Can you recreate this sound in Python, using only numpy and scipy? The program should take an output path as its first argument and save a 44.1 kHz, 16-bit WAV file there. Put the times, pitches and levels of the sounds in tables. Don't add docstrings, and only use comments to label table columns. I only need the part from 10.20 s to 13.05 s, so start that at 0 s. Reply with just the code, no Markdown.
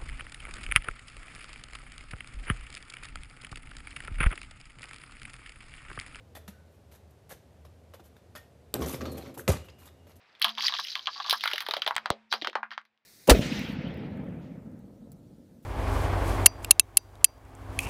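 import sys
import numpy as np
from scipy import signal
from scipy.io import wavfile

SR = 44100
rng = np.random.default_rng(int(sys.argv[2]) if len(sys.argv) > 2 else 0)


def to_wav(sig):
    pcm = np.clip(np.atleast_2d(sig), -1, 1) * 32767
    pcm = np.round(pcm).astype(np.int16)
    wavfile.write(sys.argv[1], SR, pcm.T)


def rack_gain(trim_db):
    fader = np.asarray(trim_db, float)
    return 10 ** (fader / 20)


N = 125685


def curve(rows):
    return np.interp(np.arange(N) / SR, *np.transpose(rows))


def unit(x):
    return x / np.sqrt(np.mean(x ** 2) + 1e-20)


def band(x, low_hz, high_hz, order=2):
    return signal.sosfilt(signal.butter(order, [low_hz, high_hz], "band", fs=SR, output="sos"), x)


def ring(x, hz, t60):
    r, w = rack_gain(-60 / (t60 * SR)), 2 * np.pi * hz / SR
    return signal.lfilter([0, np.sin(w)], [1, -2 * r * np.cos(w), r * r], x + 1e-18)


def grains(per_s, spread_db):
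    size = rack_gain(spread_db * np.minimum(rng.exponential(1, N), 4)) * rng.choice([-1, 1], N)
    return unit(size * (rng.random(N) < per_s / SR))


def breaks(tear, s, db, crack_t60, tail_t60, tail_db, hit_db):
    hits = np.full(N, 1e-18)
    np.add.at(hits, (s * SR).astype(int), rack_gain(db))

    def dying(t60):
        return signal.lfilter([1], [1, -rack_gain(-60 / (t60 * SR))], hits)

    tearing = dying(crack_t60) + rack_gain(tail_db) * dying(tail_t60)
    return tear * tearing + rack_gain(hit_db) * hits


# (frequency [Hz], level [dB per Hz])
STREET_SPECTRUM = [(18, -49), (30, -27.5), (106, -11), (259, -11), (512, -8.5), (760, -5.5), (2540, -6.5),
                   (16000, -58.5)]
# (time [s], level [dB])
STREET_LEVEL = [(0, -64), (1.9, -59.5), (2.1, -73.5), (2.6, -78), (2.85, -83)]


def street():
    out = 0
    edges = 30 * 2 ** np.arange(0, 9.1, .5)
    white = rng.standard_normal((2, N))
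    hz, db = np.transpose(STREET_SPECTRUM)
    for k, (low, high) in enumerate(zip(edges, edges[1:])):
        level_db = np.interp(np.log(low * high) / 2, np.log(hz), db)
        out = out + band(white[k % 2], low, high) * rack_gain(level_db)
    return unit(out) * rack_gain(curve(STREET_LEVEL))


# (time [s], level [dB])
AGITATION = [(.15, -63), (.3, -39), (.36, -48), (.39, -28), (.47, -18), (.52, -33.5), (.6, -23.5),
             (.7, -29), (.84, -39.5), (.9, -40), (1.07, -25), (1.18, -33.5), (1.3, -34), (1.8, -59),
             (2.085, -79), (2.115, -27), (2.3, -70.5), (2.85, -89)]


def stirring():
    clumps = unit(signal.lfilter([1], [1, -1.994, .994009], rng.standard_normal(N)))
    return clumps, rack_gain(curve(AGITATION) + 2.5 * clumps)


# (frequency [Hz], level [dB], t60 [s])
WALL_MODES = [(2140, 2.5, 0.0046), (2810, -3.5, 0.0037), (2950, -5.5, 0.01), (3215, 1, 0.011),
              (3500, 7, 0.0038), (3938, -3, 0.012), (4260, -0.5, 0.0044), (4710, -6.5, 0.0096),
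              (5240, -10, 0.0055), (6040, -16.5, 0.0054), (6250, -18, 0.0067)]


def walls(tear, s, snap_db, wall_hz, clumps, stir):
    out = 0
    for k, (hz, db, t60) in enumerate(WALL_MODES):
        colour_db = 2.5 - 6 * (np.log2(hz / wall_hz) / .45) ** 2
        colour_db = np.pad(colour_db, (0, len(s) - len(wall_hz)))
        hit_level_db = snap_db + colour_db - 29.5 + rng.normal(0, 2, len(s))
        drive = rack_gain(db) * breaks(np.roll(tear, 1000 * k), s, hit_level_db,
                                 crack_t60=0.0052, tail_t60=0.094, tail_db=-14, hit_db=11)
        bead_db = -29.5 + 4.5 * np.roll(clumps, 9000 * k) - 10 * (np.log2(hz / 4550) / .38) ** 2
        drive += rack_gain(bead_db) * stir * grains(2300 / 8, 2.5)
        out = out + (-1) ** k * ring(drive, hz, t60)
    return band(out, 1400, 6190, order=4)


def splinters(tear, s, air_db, stir):
    top = breaks(tear, s, air_db - 1, crack_t60=0.017, tail_t60=0.11, tail_db=-16, hit_db=-9)
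    top += rack_gain(-35.5) * stir * grains(2300 * 3, 3.8)
    return band(top, 9400, 14700, order=3)


def shells(tear, s, shell_db, shell_hz):
    out = 0
    for k, hz in enumerate(np.geomspace(260.8, 1988, 14)):
        off = np.log2(hz / shell_hz)
        near_db = -6 * (off / np.where(off > 0, 0.66, 0.47)) ** 2
        level_db = shell_db + near_db - 18.5 + rng.normal(0, 2, len(s))
        drive = breaks(np.roll(tear, 1000 * k), s, level_db,
                       crack_t60=0.0089, tail_t60=0.12, tail_db=-12.5, hit_db=1)
        drive = band(drive, hz / 1.4, hz * 1.6)
        out = out + np.sqrt(hz / 1000) * ring(drive, hz, 7.2 / hz)
    return band(out, 120, 4500)


# (time [s], snap peak [dB], splinter level [dB], struck wall pitch [Hz])
BURST = [(0.151, -37, -72.5, 3500), (0.197, -37.5, -50, 3300), (0.2171, -5.5, -22.5, 2973),
         (0.2243, -7.5, -40, 4200), (0.2438, 0.5, -24, 3580), (0.2814, -16.5, -47, 3030),
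         (0.2915, -17.5, -45, 3080), (0.3516, -25.5, -60.5, 4720), (0.3754, -24, -70, 3520),
         (0.3816, -14, -51.5, 3200), (0.385, -22.5, -49, 3240), (0.4072, -12.5, -44.5, 2780),
         (0.423, -11, -39, 4560), (0.438, -10.5, -38, 4440), (0.455, -8.5, -47, 2200),
         (0.482, -5, -35.5, 2690), (0.523, -14, -50.5, 4400), (0.539, -16, -54, 3400),
         (0.55, -14.5, -54, 3780), (0.566, -15, -58, 2770), (0.586, -17, -53.5, 4800),
         (0.5986, -20, -39.5, 4100)]
SHOVE = [(0.6367, -31, -45, 4840), (0.648, -10.5, -39.5, 2100), (0.6707, -25, -49, 3590),
         (0.684, -12, -51, 5000), (0.698, -44, -54.5, 4600), (0.726, -22.5, -52, 5100),
         (0.7514, -31.5, -52.5, 4360), (0.754, -10.5, -44, 3150), (0.7766, -41, -54.5, 3580),
         (0.7932, -22, -56.5, 4500), (0.8582, -19, -61, 4130), (0.871, -11, -53.5, 3200),
         (0.9311, -25.5, -76.5, 4360), (0.948, -22.5, -80, 4500), (0.962, -27, -78, 4630),
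         (0.9777, -28, -84.5, 4260), (0.994, -31, -84, 4630), (1.001, -22, -69.5, 3310),
         (1.0218, -19.5, -71.5, 4640), (1.0445, -20.5, -66.5, 4170), (1.0622, -18.5, -53.5, 4086),
         (1.08, -20.5, -55.5, 4210), (1.0967, -1.5, -22.5, 4500), (1.1087, 2, -25.5, 4600),
         (1.1272, -8.5, -24.5, 3800), (1.156, -39.5, -47, 4620), (1.179, -32, -45.5, 4360),
         (1.197, -22.5, -80.5, 3980), (1.2085, -13.5, -42, 4330)]
# (time [s], snap peak [dB], splinter level [dB], shell level [dB], broken shell pitch [Hz])
CRUSH = [(1.2378, -8.5, -33, -18, 1561), (1.256, -19, -33, -15.5, 1480), (1.276, -9, -33, -24.5, 1680),
         (1.3007, -28, -45.5, -30.5, 1410), (1.313, -15, -41.5, -20, 2030), (1.3334, -9, -32.5, -26, 698),
         (1.3582, -18.5, -39.5, -28.5, 1830), (1.3804, -12.5, -38, -25, 2060),
         (1.4051, -11, -31.5, -25, 1560), (1.4198, -59, -37.5, -32, 1360), (1.4643, -18, -44.5, -26, 1610),
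         (1.4862, -16, -36, -21.5, 660), (1.51, -12, -37, -28.5, 1093), (1.5371, -10.5, -40.5, -20, 1300),
         (1.5667, -12.5, -38, -21, 667), (1.6195, -10.5, -41.5, -23.5, 1640),
         (1.664, -16, -50.5, -23.5, 740), (1.676, -9.5, -31, -18.5, 970), (1.709, -39, -50.5, -19.5, 1140)]
RELEASE = [(1.7642, -12.5, -42.5, -17.5, 1300), (1.782, -37, -60.5, -36, 1180),
           (1.8582, -17, -55, -18, 1120), (1.903, -10.5, -61, -16, 618), (2.1258, -6, -43, -16.5, 1300),
           (2.1374, -12.5, -37, -21, 750), (2.2146, -25.5, -68, -40, 1390),
           (2.2207, -15.5, -55, -28.5, 435), (2.2461, -15, -50.5, -20, 1200),
           (2.2724, -11, -46.5, -26, 475), (2.33, -35, -76, -36, 1500), (2.3551, -17.5, -58.5, -12.5, 1004),
           (2.4301, -40, -69, -21.5, 1436), (2.5065, -29.5, -77, -36.5, 1900),
           (2.5148, -31, -62, -27.5, 1440), (2.522, -30, -76.5, -39, 1800), (2.549, -51, -86, -57, 1830),
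           (2.5332, -32, -83, -53, 1734), (2.5778, -27, -88.5, -28, 1500), (2.652, -46, -70.5, -50.5, 1803)]


def plastic():
    s, snap_db, air_db = np.transpose([row[:3] for row in BURST + SHOVE + CRUSH + RELEASE])
    wall_hz = np.transpose(BURST + SHOVE)[3]
    late_s, _, _, shell_db, shell_hz = np.transpose(CRUSH + RELEASE)
    clumps, stir = stirring()
    tear = grains(9000.0, 3.5)
    wall = walls(tear, s, snap_db, wall_hz, clumps, stir)
    hiss = splinters(tear, s, air_db, stir)
    return wall + hiss + shells(tear, late_s, shell_db, shell_hz)


# (time [s], length [s], level [dB])
CREAKS = [(0.213, 0.0038, -34.5), (0.242, 0.011, -23.5), (0.266, 0.04, -39), (0.375, 0.024, -35.5),
          (0.39, 0.019, -54), (0.43, 0.024, -37), (0.495, 0.0095, -37), (0.523, 0.024, -33.5),
          (0.589, 0.0014, -23.5), (0.756, 0.0028, -34), (0.776, 0.02, -45), (0.871, 0.017, -27),
          (0.957, 0.043, -43), (1, 0.0044, -29), (1.044, 0.022, -36.5), (1.082, 0.032, -37.5),
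          (1.128, 0.0054, -21), (1.142, 0.018, -40)]
# (frequency [Hz], level [dB], t60 [s])
CREAK_MODES = [(750, -25.5, 0.023), (902, -26.5, 0.033), (1036, -12.5, 0.045), (1140, 1, 0.02),
               (1300, -3, 0.0097), (1645, -0.5, 0.015)]


def creaks():
    t, held, t60_s = np.arange(N) / SR, np.zeros(N), .06
    for s, length, db in CREAKS:
        held += (t >= s) * rack_gain(db - 60 * np.maximum(t - s - length, 0) / t60_s)
    slips = held * grains(2500, 2.5)
    groan = sum(rack_gain(db - 23.5) * ring(slips, hz, t60) for hz, db, t60 in CREAK_MODES)
    return band(groan, 732, 1700, order=3)


# (time [s], thud level [dB], hum level [dB])
JOLTS = [
    (.217, -39, -60),
    (.246, -49, -47),
    (1.13, -59.5, -63),
    (1.761, -36.5, -58.5),
    (1.906, -5.5, -54),
    (2.124, -54, -55.5),
    (2.357, -52.5, -56.5),
]
# (frequency [Hz], level [dB], t60 [s])
TYRE_AIR = [(220, 4.5, 0.77), (690, 10.5, 0.26), (940, -4, 0.65)]


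def tyre():
    s, thud_db, hum_db = np.transpose(JOLTS)
    kicks = np.zeros((2, N))
    kicks[:, (s * SR).astype(int)] = rack_gain(np.array([thud_db, hum_db]))
    out = ring(band(kicks[0], 60, 900), 150, 0.0044)
    for hz, db, t60 in TYRE_AIR:
        out = out + rack_gain(db - 7) * ring(band(kicks[1], hz / 1.06, hz * 1.06), hz, t60)
    return out


# (time [s], pulse level [dB], pulse pitch [Hz], edge level [dB])
POPS = [(0.592, -28, 1120, -60), (0.7545, -16.5, 2380, -45), (1.1278, -18, 856, -45),
        (1.2575, -20.5, 1460, -53), (1.538, -19, 970, -67), (1.596, -35, 3000, -50),
        (1.647, -33, 1990, -45), (1.667, -17.5, 2160, -40), (1.7088, -15, 1130, -61),
        (1.7465, -36, 3500, -60), (1.7534, -30, 3200, -40), (1.7645, -13, 1870, -18.5),
        (1.7809, -13.5, 1710, -37), (1.8584, -14.5, 1620, -38), (1.9037, -7, 1100, -17.5),
        (2.126, -12, 1530, -28), (1.238, -26.5, 1400, -51), (2.272, -14.5, 1440, -44.5),
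        (2.2983, -27.5, 2500, -50), (2.3541, -13.5, 1460, -47), (2.431, -34, 1400, -71),
        (2.5785, -20, 1410, -80), (2.615, -46, 1930, -71), (2.776, -57, 3030, -94.5)]


def pops():
    out = np.zeros(N + 900)
    t = np.arange(900) / SR
    edge = np.sin(2 * np.pi * 8370 * t) + rack_gain(-9.5) * np.sin(2 * np.pi * 13500 * t)
    edge = band(rack_gain(-60 * t / 0.0023) * edge, 5000, 16000)
    for s, db, hz, edge_db in POPS:
        fall = rack_gain(db + 5 - 60 * t * hz / 5.0)
        pulse = band(fall * np.sin(2 * np.pi * hz * t), hz / 1.8, 6500, order=3)
        out[int(s * SR):][:len(t)] += pulse + rack_gain(edge_db) * edge
    return out[:N]


def scene():
    return (street() + plastic() + creaks() + tyre() + pops())[None]


def low_pass(x):
    return signal.sosfilt(signal.butter(12, 16820, fs=SR, output="sos"), x)


def record(dry):
    limit = .3
    held = dry / (1 + np.abs(dry / limit) ** 6) ** (1 / 6)
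    return low_pass(held)


dry = scene()
out = record(dry)
to_wav(out)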